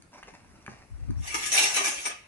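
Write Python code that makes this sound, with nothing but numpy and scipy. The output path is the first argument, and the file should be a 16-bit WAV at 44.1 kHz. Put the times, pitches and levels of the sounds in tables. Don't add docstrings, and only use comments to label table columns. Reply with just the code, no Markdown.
import sys
import numpy as np
from scipy import signal
from scipy.io import wavfile
from scipy.ndimage import uniform_filter1d, map_coordinates

SR = 44100
rng = np.random.default_rng(int(sys.argv[2]) if len(sys.argv) > 2 else 0)


def waveform_to_disk(signal):
    frames = np.transpose(np.atleast_2d(signal))
    scaled = np.clip(frames, -1, 1) * 32767
    samples = np.round(scaled).astype(np.int16)
    wavfile.write(sys.argv[1], SR, samples)


def natural_amplitude(level_db):
    exponent = np.asarray(level_db, float) / 20
    return 10 ** exponent


N = 100503
T = np.arange(N) / SR

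# frequency in Hz, relative level in dB.
HUSH_SPECTRUM = [(25, -4.5), (50, 11), (260, 4), (500, -8.5), (2600, -17.5), (3100, -24), (5600, -24),
                 (7500, -24), (9600, -21), (11300, -25), (12200, -53)]
# time in seconds, relative level in dB.
BASS_LEVEL = [(0, -6.5), (1.4, -1), (2.1, -9.5)]
# start in seconds, level of each low ring in dB, centre pitch in Hz,
# level of each high ring minus that of a low one in dB.
TICKS = [(.0225, -49, 2000, 4), (.229, -32, 1400, -20), (.2325, -34, 2400, -16), (.6637, -30, 2000, -14),
         (.6794, -26, 1400, -28), (1.1065, -42, 1300, -3)]
# time in seconds, level in dB.
GATHER_LEVEL = [(.12, -59), (.4, -63), (.66, -62), (.7, -56), (.82, -59), (.88, -68), (1.2, -62)]
# start in seconds, level in dB, hold in seconds.
RUSTLES = [(0.131, -55.5, 0.014), (0.173, -53.5, 0.02), (0.272, -52.5, 0.019), (0.337, -54, 0.014),
           (0.69, -58, 0.042)]
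# frequency in Hz, relative level in dB.
CLOTH_SPECTRUM = [(200, -6.5), (700, 5), (1240, 1.5), (2750, -1), (3100, -17), (5790, -4), (7400, -18),
                  (10000, -18.5), (12200, -58)]
# start in seconds, initial level in dB.
POPS = [(.130, -43), (.1585, -39), (.280, -46), (.3395, -42), (.4455, -48)]
# start in
# seconds, peak level before the onset ramp in dB.
KNOCKS = [(0.536, -46), (0.682, -30)]
# frequency in Hz, relative level in dB, time to fall 60 dB in seconds.
WOOD_MODES = [(126, 4, 0.19), (194, 18.5, 0.032), (369, 7, 0.12), (800, 11, 0.019)]
# time in seconds, low-band level in dB before a lift common
# to both bands, upper-band level minus low-band level in dB.
DRAUGHT_LEVELS = [(0, -100, -23), (.49, -76, -21), (.86, -84, -23), (.93, -49, -40), (1.07, -45.5, -15),
                  (1.1, -32, -6), (1.15, -41, -17.5), (1.22, -39, -14.5), (1.28, -58.5, -61),
                  (1.46, -79, -26), (2.28, -88.5, -21)]
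# frequency in Hz, relative level in dB.
GUST_SPECTRUM = [(20, -40), (40, -6), (75, 2.5), (115, -2.5), (160, -28), (500, -76)]
# frequency in Hz, relative level in dB.
FLAP_SPECTRUM = [(150, 1.5), (230, 6), (330, -2.5), (900, -88)]
# time in seconds, middle-band level in dB,
# treble level minus middle level in dB.
DRAG_LEVELS = [(1.17, -91.5, 23), (1.22, -55.5, 1), (1.27, -43.5, -1.5), (1.42, -43, 3.5), (1.7, -38.5, 5),
               (2.04, -44.5, 2.5), (2.15, -55.5, -0.5), (2.28, -67, -16)]
# start in seconds, middle-band level in dB, hold in seconds,
# treble minus middle in dB, low mids minus middle in dB.
SNAGS = [(1.2717, -38, 0.0084, 0.5, -20), (1.342, -30, 0.0097, 2.5, -2.5),
         (1.424, -36.5, 0.021, -1.5, -13.5), (1.454, -38, 0.014, 6.5, -3.5), (1.517, -29.5, 0.078, 5, -9),
         (1.576, -19.5, 0.013, -6.5, -10.5), (1.605, -29.5, 0.058, -1.5, -9), (1.63, -28, 0.011, 4.5, -7.5),
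         (1.738, -35.5, 0.022, 7, -18.5), (1.762, -23.5, 0.011, -1, -9), (1.778, -34.5, 0.035, -7, -1.5),
         (1.841, -34, 0.019, 7.5, -5), (1.868, -32.5, 0.016, 4.5, -1.5), (2.051, -35, 0.018, 1.5, -1.5),
         (2.088, -43, 0.027, -9, 0)]
# frequency in Hz, relative level in dB.
TUBE_SPECTRUM = [(220, -48.5), (330, -11), (700, -11.5), (1050, -19), (1550, -9), (2300, 5.5), (4600, -9.5),
                 (5250, -11.5), (5550, -2), (6300, -5.5), (7550, -13), (7900, -9.5), (10300, -10.5),
                 (10700, -9.5), (11400, -15.5), (12500, -77)]
# frequency in Hz, relative level in dB.
ROD_MODES = [(1240, 7.5), (1715, 13.5), (2304, -1.5), (2546, 8), (2722, 18), (5600, 2)]
# time in seconds, frequency in Hz.
HOLLOW_PITCH = [(1.35, 377), (1.49, 368), (1.53, 660), (1.62, 860), (1.73, 800), (1.78, 373), (2.05, 397)]
# time in seconds, left ahead of right in seconds.
LEFT_LEAD = [(1.25, 0.0014), (1.55, .0006), (1.8, 0.000476)]
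# frequency in Hz, time to fall 60 dB in seconds.
ROOM_DECAY = [(3000, 0.28), (12000, 0.13)]


def evened(x):
    return x / np.sqrt(np.mean(x ** 2) + 1e-20)


def curve(rows, col=1):
    rows = np.array(rows)
    return np.interp(T, rows[:, 0], rows[:, col])


def colour(points):
    hz = np.fft.rfftfreq(4096, 1 / SR) + 1
    point_hz, db = np.transpose(points)
    log_gain = np.log(natural_amplitude(np.interp(np.log(hz), np.log(point_hz), db)))
    mirrored = np.concatenate([log_gain, log_gain[-2:0:-1]])
    response = np.conj(np.exp(signal.hilbert(mirrored)))
    return np.fft.ifft(response).real[:2048]


def through(x, taps):
    return signal.oaconvolve(x, taps)[:N]


def patchy(x, db):
    z = signal.stft(x, nperseg=512, noverlap=384)[2]
    field = rng.standard_normal(z.shape[::-1]).T
    field = uniform_filter1d(field, size=2, axis=0)
    field = evened(uniform_filter1d(field, size=12, axis=1))
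    return signal.istft(z * natural_amplitude(db * field), nperseg=512, noverlap=384)[1][:N]


def grit(per_s, spread_db):
    chance, sign, size = rng.random((N, 3)).T
    excess = np.minimum(-np.log(size + 1e-9), 5)
    return (chance < per_s / SR) * np.sign(sign - 0.5) * natural_amplitude(spread_db * excess)


def burst(s, hold):
    rise_s, fall_s = 0.0017, 0.01
    t = T - s
    return np.clip(t / rise_s, 0, 1) * np.exp(-np.maximum(t - hold, 0) / fall_s)


def modes(rows, length=0.3):
    t = np.arange(round(length * SR)) / SR
    return sum(natural_amplitude(db - 60 * t / max(t60, 0.004)) * np.sin(2 * np.pi * hz * t) for hz, db, t60 in rows)


def add(mix, s, sound, rise_s):
    ramp = np.minimum(T[:len(sound)] / rise_s, 1)
    part = mix[round(s * SR):][:len(sound)]
    part += (sound * ramp)[:len(part)]


def hush():
    level_db, mono_hz = -57.5, 396
    alike = 0.14
    a, b = rng.standard_normal((N, 2)).T
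    high_pass = signal.butter(2, mono_hz, "high", fs=SR, output="sos")
    top_a, top_b = signal.sosfiltfilt(high_pass, [a, b])
    bass = (a - top_a) * natural_amplitude(curve(BASS_LEVEL))
    right = bass + alike * top_a + np.sqrt(1 - alike ** 2) * top_b
    taps = colour(HUSH_SPECTRUM)
    both = [patchy(through(x, taps), 3.5) for x in (bass + top_a, right)]
    return natural_amplitude(level_db) * evened(np.array(both))


def ticks():
    t60_s, top_hz = 0.009, 6400
    out = np.zeros(N)
    for s, db, hz, top_db in TICKS:
        low = [(hz * ratio, db, t60_s) for ratio in (0.85, 1.15)]
        high = [(top_hz * ratio, db + top_db, t60_s) for ratio in (0.7, 1, 1.5)]
        add(out, s, modes(low + high), 0.0005)
    return out


def gather():
    crumples = evened(grit(per_s=3000, spread_db=4))
    cloth = through(0.91 * crumples + 0.43 * rng.standard_normal(N), colour(CLOTH_SPECTRUM))
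    active = (T > GATHER_LEVEL[0][0]) * (T < GATHER_LEVEL[-1][0])
    level = natural_amplitude(curve(GATHER_LEVEL)) * active
    level = level + sum(natural_amplitude(db) * burst(s, hold) for s, db, hold in RUSTLES)
    return level * evened(patchy(cloth, 3))


def pops():
    hz, t60_s = 963, 0.022
    out = np.zeros(N)
    for s, db in POPS:
        add(out, s, modes([(hz, db, t60_s)]), 0.001)
    return out


def knocks():
    out = np.zeros(N)
    thud = modes(WOOD_MODES)
    for s, db in KNOCKS:
        add(out, s, -natural_amplitude(db) * thud / abs(thud).max(), 0.002)
    return out


def draught():
    lift_db = 12
    right_gain, loose_gain = -0.51, 0.17
    low = natural_amplitude(curve(DRAUGHT_LEVELS) + lift_db)
    high = natural_amplitude(curve(DRAUGHT_LEVELS) + curve(DRAUGHT_LEVELS, col=2) + lift_db)

    def air():
        gust, flap = rng.standard_normal((N, 2)).T
        gust = evened(through(gust, colour(GUST_SPECTRUM)))
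        return low * gust + high * evened(through(flap, colour(FLAP_SPECTRUM)))

    left, loose = air(), air()
    return np.array([left, right_gain * left + loose_gain * loose])


def resonate(x, hz, width_hz):
    turn = np.exp(2j * np.pi * np.cumsum(hz) / SR)
    r = np.exp(-np.pi * width_hz / SR)
    return (turn * signal.lfilter([1 - r], [1, -r], x / turn)).real


def drag():
    smooth_share, ring_db, ring_t60_s = 0.42, -6, 0.1
    hollow_db, hollow_width_hz = -9, 58
    low_db = -6
    alike = 0.23
    ring = modes([(hz, db, ring_t60_s) for hz, db in ROD_MODES])
    body = colour(TUBE_SPECTRUM)
    steady = natural_amplitude(curve(DRAG_LEVELS)) * (T > DRAG_LEVELS[0][0])
    steady_rel_db = [0, curve(DRAG_LEVELS, col=2), low_db]

    def rubbed_band(edges, is_low):
        slips = evened(grit(per_s=3500, spread_db=4))
        rub = (1 - smooth_share) * slips + smooth_share * rng.standard_normal(N)
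        tube = evened(through(rub, body)) + natural_amplitude(ring_db) * evened(through(rub, ring))
        band_pass = signal.butter(3, edges, "band", fs=SR, output="sos")
        band = evened(signal.sosfilt(band_pass, patchy(tube, 6)))
        if is_low:
            hollow = evened(resonate(rub, curve(HOLLOW_PITCH), hollow_width_hz))
            band = evened(band + natural_amplitude(hollow_db) * hollow)
        return band

    out = np.zeros((2, N))
    for k, edges in enumerate(([1400, 5000], [5000, 15000], [300, 1400])):
        left, other = (rubbed_band(edges, k == 2) for _ in range(2))
        power = (steady * natural_amplitude(steady_rel_db[k])) ** 2
        for s, db, hold, treble_db, low_mids_db in SNAGS:
            jerk_db = db + (0, treble_db, low_mids_db)[k]
            power = power + (natural_amplitude(jerk_db) * burst(s, hold)) ** 2
        right = alike * left + np.sqrt(1 - alike ** 2) * other
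        out += np.sqrt(power) * np.array([left, right])
    return out


def pair(x, lead_s):
    left, right = x * np.ones((2, 1))
    return np.array([left, map_coordinates(right, [(T - lead_s) * SR], order=3)])


def room(x):
    taps = np.zeros((2, SR // 2))
    at = np.arange(120, SR // 2 - 20, 20)
    at = at + rng.integers(0, 20, (2, len(at)))
    np.put_along_axis(taps, at, rng.choice([-1., 1.], at.shape), 1)
    hz, t, z = signal.stft(taps, SR, nperseg=256)
    decay_hz, t60 = np.transpose(ROOM_DECAY)
    decay = natural_amplitude(-60 * t / np.interp(hz, decay_hz, t60)[:, None])
    tail = signal.istft(z * decay, SR, nperseg=256)[1]
    return signal.fftconvolve(x[None], tail / np.linalg.norm(tail[0]), axes=1)[:, :N]


def scene():
    rod_room_db, near_room_db, pan_db = -1.5, -6.5, 2
    rod = drag()
    near = gather() + ticks() + pops() + knocks()
    wet = natural_amplitude(rod_room_db) * rod[0] + natural_amplitude(near_room_db) * near
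    rod = rod * natural_amplitude(np.array([[pan_db], [-pan_db]]) / 2)
    direct = pair(rod, curve(LEFT_LEAD)) + pair(near, 0.0001)
    return direct + room(wet) + draught() + hush()


def band_limit(x):
    return signal.sosfilt(signal.butter(12, 12260, fs=SR, output="sos"), x)


def record(dry):
    return band_limit(dry)


dry = scene()
out = record(dry)
waveform_to_disk(out)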